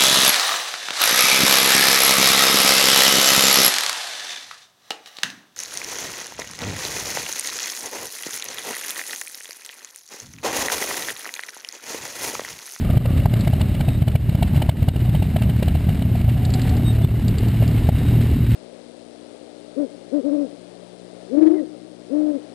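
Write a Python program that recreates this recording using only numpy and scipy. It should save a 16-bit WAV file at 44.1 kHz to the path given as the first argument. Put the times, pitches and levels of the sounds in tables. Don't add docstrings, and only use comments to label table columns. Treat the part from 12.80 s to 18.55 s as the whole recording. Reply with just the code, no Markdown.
import sys
import numpy as np
from scipy import signal
from scipy.fft import rfft, irfft, next_fast_len
from scipy.io import wavfile
from scipy.ndimage import uniform_filter1d, map_coordinates

SR = 44100
rng = np.random.default_rng(int(sys.argv[2]) if len(sys.argv) > 2 else 0)


def inscribe(sig):
    pcm = np.round(np.clip(np.atleast_2d(sig).T, -1, 1) * 32767)
    wavfile.write(sys.argv[1], SR, pcm.astype(np.int16))


N = 253575
T = np.arange(N) / SR

# frequency in Hz, relative level in dB.
LOW_NOISE_COLOUR = [(12, -24), (20, 9), (124, 1), (385, -14), (3010, -40.5), (5000, -51), (6500, -71),
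                    (11000, -120)]
BURBLE_COLOUR = [(200, -12), (330, -0.5), (400, 0.5), (480, -6), (590, 4.5), (720, -6.5), (950, -28),
                 (1200, -9.5), (1500, -22), (3000, -40)]
MUFFLER_RESPONSE = [(20, -34), (30, -39), (40, 1), (55, -6.5), (70, -2), (120, -6), (200, -5.5),
                    (300, -10.5), (450, -19.5), (900, -31), (2000, -80)]
RASP_COLOUR = [(100, -43), (250, 8), (350, -1), (470, -9), (650, -4.5), (800, -9.5), (1100, -20),
               (2500, -37)]
CLATTER_COLOUR = [(500, -2.5), (1000, -4.5), (1500, 0), (2200, 3), (2480, -1), (2850, 4.5), (3300, -4),
                  (3900, -1.5), (4600, -8), (5800, -9)]
CHAIN_COLOUR = [(1000, -18), (3000, -12), (4300, -2), (5800, -10.5)]
GROWL_COLOUR = [(150, -29), (240, 9), (300, -3.5), (390, -2.5), (480, -12.5), (600, -21), (1150, -25),
                (2500, -36)]
BARK_COLOUR = [(100, -24), (280, 4), (450, -3), (640, -3), (800, -1), (1100, -20.5), (1600, -14.5),
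               (3000, -27)]
SPIT_COLOUR = [(700, -29), (1300, -1.5), (1800, -9.5), (2300, 7.5), (2550, -9.5), (2900, 5), (3400, -0.5),
               (4100, -1), (5800, -13.5)]
# time in seconds, rumble, exhaust rasp and clatter levels in dB.
COLUMN_LEVELS = [(0.05, -19, -37.5, -44.5), (0.67, -18, -36.5, -43), (1.44, -23, -40.5, -48),
                 (1.77, -17.5, -34.5, -42.5), (1.92, -22.5, -37, -46.5), (2.53, -19.5, -38, -45.5),
                 (3.5, -19.5, -38.5, -46), (3.89, -20.5, -34, -42), (4.36, -21.5, -39.5, -47),
                 (4.73, -19, -36.5, -42.5), (5.4, -20, -35.5, -41.5), (5.65, -20, -43.5, -44)]
# engine cycles a second at the start, at the end, pipe in Hz, level in dB.
FAR_TWINS = [(13.2, 14.5, 86.3, -3), (16.9, 15.6, 100.8, -1), (11.3, 12.2, 60, -5.5),
             (19.5, 21.4, 150.4, -8), (15.1, 17.7, 190, -7)]
# time in seconds, level in dB.
CHAIN_CLICKS = [(0.5896, -35), (0.6078, -28.5), (3.6494, -25), (3.7025, -31), (3.7378, -21),
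                (3.8162, -25.5), (3.892, -26), (3.9665, -32), (4.481, -27), (4.583, -27.5), (4.6824, -31),
                (4.8776, -30)]
# middle in seconds, length in seconds, start Hz, end Hz, level in dB.
BRAKE_SQUEAKS = [(.92, .2, 3755, 3750, -54), (1.11, .17, 3750, 3745, -49), (2.14, .08, 3760, 3740, -49),
                 (2.36, .26, 3740, 3755, -53), (4.08, .1, 3780, 3725, -41), (4.245, .04, 3520, 3540, -44),
                 (5.2, .45, 3760, 3780, -50), (5.6, .3, 3820, 3870, -55)]
# middle in seconds, length in seconds, start Hz, end Hz, level in dB.
ENGINE_WHINES = [(0.3, 0.73, 1170, 1174, -57), (3.75, 0.794, 730, 765, -43.5),
                 (4.15, 0.2504, 590, 700, -44.5), (3.824, 0.4, 260, 256, -34)]
# time in seconds, pitch of its third order in Hz, level in dB.
FOUR_COURSE = [(0, 117, -18.5), (.6, 118.4, -23.5), (2.1, 116, -21.5), (2.7, 115.3, -22.5),
               (3.6, 116.5, -20), (3.95, 117.1, -15), (4.3, 114.5, -18.5), (4.9, 115.7, -17.5),
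               (5.45, 116.1, -15.5), (5.75, 117.2, -16.5)]
# multiple of the engine cycle, level in dB.
FOUR_ORDERS = [(1, -17), (2, -10), (3, -1.5), (4, -12), (5, -19.5), (6, -15), (7, -21)]
# time in seconds, engine cycles turned.
CRANK_TURNS = [(-.19, 0), (.103, 2), (.254, 3), (.395, 4), (.672, 6), (1.49, 12), (2.157, 17), (2.421, 19),
               (2.56, 20), (2.951, 23), (5.75, 44)]
# place in cycles, bark, thump and spit levels in dB.
LOPE_BEATS = [(0, -29, -9, -37), (.435, -22.5, -11.5, -31), (1, -21, -11, -30)]
# time in seconds, level in dB.
PASS_LEVELS = [(0, -2), (1.6, 1.5), (2.8, -2.5), (3.4, -9), (5.75, -16.5)]
# time in seconds, bark, thump and spit levels in dB.
HARD_FIRINGS = [(.103, -22, -17, -33.5), (.17, -17.5, -1.5, -26), (.254, -16.5, -17, -30),
                (.456, -12, -4, -37), (.672, -15.5, -6.5, -26), (1.219, -23, -4.5, -34.5),
                (1.352, -18.5, -5.5, -25), (1.817, -15.5, -23, -26), (1.89, -11, -3.5, -18.5),
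                (2.082, -17.5, -5, -21.5), (2.56, -17.5, -12.5, -27.5), (2.824, -16.5, -10, -27.5),
                (3.087, -19.5, -11, -36), (3.352, -21.5, -18, -37), (4.244, -33, -4, -38),
                (4.822, -20, -12.5, -37), (5.088, -15, -4, -28)]

HUM_ORDER = 3
GROWL_DB_PER_S = 0.83
HOLD_HZ = 12000
TOP_HZ = 15500


def amp(db):
    return 10 ** (np.asarray(db) / 20)


def unit(x):
    return x / np.sqrt(np.mean(x ** 2) + 1e-20)


def along(points, hz):
    point_hz, values = np.transpose(points)
    return np.interp(np.log(hz + 1), np.log(point_hz + 1), values)


def curves(rows):
    seconds, *columns = np.transpose(rows)
    return [np.interp(T, seconds, column) for column in columns]


def wobble(rate):
    knots = rng.standard_normal(int(N * rate / SR) + 4)
    return map_coordinates(knots, [T * rate])


def filtered(x, response):
    size = next_fast_len(N + SR // 2)
    spectrum = rfft(x, size) * response(np.fft.rfftfreq(size, 1 / SR))
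    return irfft(spectrum, size)[..., :N]


def hiss(colour):
    return unit(filtered(rng.standard_normal(N), lambda hz: amp(along(colour, hz))))


def strikes(times, levels_db):
    places = np.clip(np.round(times * SR).astype(int), 0, N - 1)
    return np.bincount(places, amp(levels_db), N)


def bursts(times, levels_db, rise, life):
    t = np.arange(SR // 10) / SR
    shape = (1 - np.exp(-(t / rise) ** 2)) * np.exp(-t / life)
    return signal.fftconvolve(strikes(times, levels_db), shape / shape.max())[:N]


def rings(times, hz, levels_db, rise, life):
    latest = np.maximum(np.searchsorted(times, T) - 1, 0)
    wave = np.sin(2 * np.pi * hz[latest] * (T - times[latest]))
    return -bursts(times, levels_db, rise, life) * wave


def crossings(cycles):
    return T[1:][np.diff(np.floor(cycles)) > 0]


def tone(middle, length, start_hz, end_hz, db, waver, flutter_db):
    place = np.clip((T - middle) / length, -0.5, 0.5)
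    glide_hz = start_hz + (end_hz - start_hz) * (place + 0.5)
    phase = 2 * np.pi * np.cumsum(glide_hz * (1 + waver * wobble(220))) / SR
    level = amp(db + flutter_db * wobble(35)) * np.cos(np.pi * place)
    return level * np.sqrt(2) * np.sin(phase)


def low_noise(db=-38, swell_db=2, fade_db_per_s=1):
    channels = [amp(db - fade_db_per_s * T + swell_db * wobble(20)) * hiss(LOW_NOISE_COLOUR) for side in "LR"]
    return np.array(channels)


def leaving_bike(puffs_per_s=27, db=-33, fade_db_per_s=11, scatter_db=2):
    times = crossings(np.cumsum(puffs_per_s * (1 + 0.162 * wobble(18))) / SR)
    sizes_db = scatter_db * rng.standard_normal(len(times))
    puffs = bursts(times, sizes_db, rise=0.005, life=0.014)
    return amp(db - fade_db_per_s * T) * unit(puffs) * hiss(BURBLE_COLOUR)


def pipe_resonance(hz, pipe_hz, sharpness):
    damping = 1j * hz * pipe_hz / sharpness
    return damping / (pipe_hz ** 2 - hz ** 2 + damping)


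def far_twins(bank=0.43, sharpness=2.03, scatter_db=1.33, rumble_db=1, rasp_db=2, steady=0.19):
    rumble_level, rasp_level, _ = curves(COLUMN_LEVELS)
    rumble, puffs = np.zeros(N), np.zeros(N)
    for start, end, pipe_hz, db in FAR_TWINS:
        speed = np.linspace(start, end, N) * (1 + 0.03 * wobble(3))
        cycles = rng.random() + np.cumsum(speed) / SR
        times = np.concatenate([crossings(cycles), crossings(cycles + bank)])
        sizes_db = db + scatter_db * rng.standard_normal(len(times))
        firings = bursts(times, sizes_db, rise=0.00037, life=0.00093)
        rumble += filtered(firings, lambda hz: pipe_resonance(hz, pipe_hz, sharpness))
        puffs += bursts(times, sizes_db, rise=0.0015, life=0.0067)
    rumble = unit(filtered(rumble, lambda hz: amp(along(MUFFLER_RESPONSE, hz))))
    rasp = unit(steady + unit(puffs)) * hiss(RASP_COLOUR)
    return amp(rumble_level + rumble_db) * rumble + amp(rasp_level + rasp_db) * rasp


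def clatter(clatter_db=3.5, steady=1.88, scatter_db=4, click_db=-1):
    level = curves(COLUMN_LEVELS)[2]
    tap_times = rng.uniform(0, N / SR, size=700)
    taps = bursts(tap_times, scatter_db * rng.standard_normal(size=700), rise=0.00016, life=0.0061)
    valves = amp(level + clatter_db) * unit(steady + unit(taps)) * hiss(CLATTER_COLOUR)
    click_times, click_levels = np.transpose(CHAIN_CLICKS)
    clicks = bursts(click_times, click_levels + click_db, rise=0.001, life=0.0051)
    return valves + clicks * hiss(CHAIN_COLOUR)


def brake_squeaks():
    return sum(tone(*row, waver=0.00593, flutter_db=2.5) for row in BRAKE_SQUEAKS)


def engine_whines():
    return sum(tone(*row, waver=0.0351, flutter_db=4.0) for row in ENGINE_WHINES)


def four_cylinder(hum_db=-2, shake=0.097, chop=0.98, growl_db=-16.5, hunt=0.00818):
    hum_hz, level = curves(FOUR_COURSE)
    cycle_hz = hum_hz * (1 + hunt * wobble(6)) / HUM_ORDER
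    phase = 2 * np.pi * np.cumsum(cycle_hz) / SR
    hum = np.zeros(N)
    for order, db in FOUR_ORDERS:
        shaken = round(order) * (phase + shake * wobble(12)) + 2 * np.pi * rng.random()
        hum += amp(db + 1.6 * wobble(7.6)) * np.sin(shaken)
    growl_level = amp(growl_db + GROWL_DB_PER_S * (T - T.mean()))
    growl = growl_level * unit(1 + chop * np.cos(phase)) * hiss(GROWL_COLOUR)
    return amp(level) * (amp(hum_db) * np.sqrt(2) * hum + growl)


def twin_beats(scatter_db=2.5, thump_scatter_db=2.0):
    clock, turned = np.transpose(CRANK_TURNS)
    place, bark, thump, spit = np.tile(LOPE_BEATS, (int(turned[-1]) // 2, 1)).T
    cycles = place + 2 * (np.arange(len(place)) // len(LOPE_BEATS))
    times = np.interp(cycles, turned, clock)
    level = np.interp(times, *np.transpose(PASS_LEVELS))
    force = level + scatter_db * rng.standard_normal(len(times))
    thump_force = level + thump_scatter_db * rng.standard_normal(len(times))
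    beats = np.column_stack([times, bark + force, thump + thump_force, spit + force])
    gaps = np.abs(times[:, None] - np.array(HARD_FIRINGS)[:, 0]).min(axis=1)
    free = (times > 0) & (gaps > 0.02)
    beats = np.vstack([beats[free], HARD_FIRINGS])
    return beats[np.argsort(beats[:, 0])]


def near_twin():
    times, bark, thump, spit = twin_beats().T
    t = np.arange(-SR // 40, SR // 40) / SR
    swing = np.cos(2 * np.pi * 118 * t) * np.exp(-np.abs(t / 0.0035) ** 2 / 2)
    body = signal.fftconvolve(strikes(times + 0.00452, thump + 4), swing, "same")
    knock_hz = 630 * (1 + 0.06 * rng.standard_normal(len(times)))
    knocks = rings(times, knock_hz, bark - 3, rise=0.0029, life=0.0032)
    barks = bursts(times, bark - 5, rise=0.002, life=0.0053) * hiss(BARK_COLOUR)
    spits = bursts(times + 0.0042, spit - 1, rise=0.003, life=0.0024) * hiss(SPIT_COLOUR)
    ping_hz = 2850 * (1 + 0.0457 * rng.standard_normal(len(times)))
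    pings = rings(times + 0.001975, ping_hz, spit - 4, rise=0.0058, life=0.0033)
    return body + knocks + barks + spits + pings


def scene():
    background = low_noise() + leaving_bike() + far_twins()
    details = clatter() + brake_squeaks() + engine_whines()
    return background + details + four_cylinder() + near_twin()


def gain_control(x, ceiling_db=-5, recovery_db_per_s=65, roughness_db=-21, roughness_hz=1200):
    peak_db = 20 * np.log10(np.abs(x).max(0) + 1e-9)
    excess = np.maximum(peak_db - ceiling_db, 0)
    recovery = recovery_db_per_s * T
    cut = np.maximum.accumulate(excess + recovery) - recovery
    is_falling = (np.diff(cut, prepend=0) > 1e-6) * 1.0
    falling = np.abs(uniform_filter1d(is_falling, size=128))
    jitter = unit(filtered(rng.standard_normal(x.shape), lambda hz: 1 / (1 + 1j * hz / roughness_hz)))
    roughness = 1 + amp(roughness_db) * np.sqrt(falling) * jitter
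    return x * amp(-uniform_filter1d(cut, size=64)) * roughness


def band_limit(hz, band_hz=5300):
    return (hz < HOLD_HZ / 2) / np.sqrt(1 + (hz / band_hz) ** 20)


def hold_droop(hz):
    return np.sinc(hz / HOLD_HZ) / np.sinc(hz / (4 * HOLD_HZ)) * (hz < TOP_HZ)


def record(dry):
    limited = filtered(gain_control(dry), band_limit)
    mirrored = limited * (1 + 2 * np.cos(2 * np.pi * HOLD_HZ * T))
    return filtered(mirrored, hold_droop)


dry = scene()
out = record(dry)
inscribe(out)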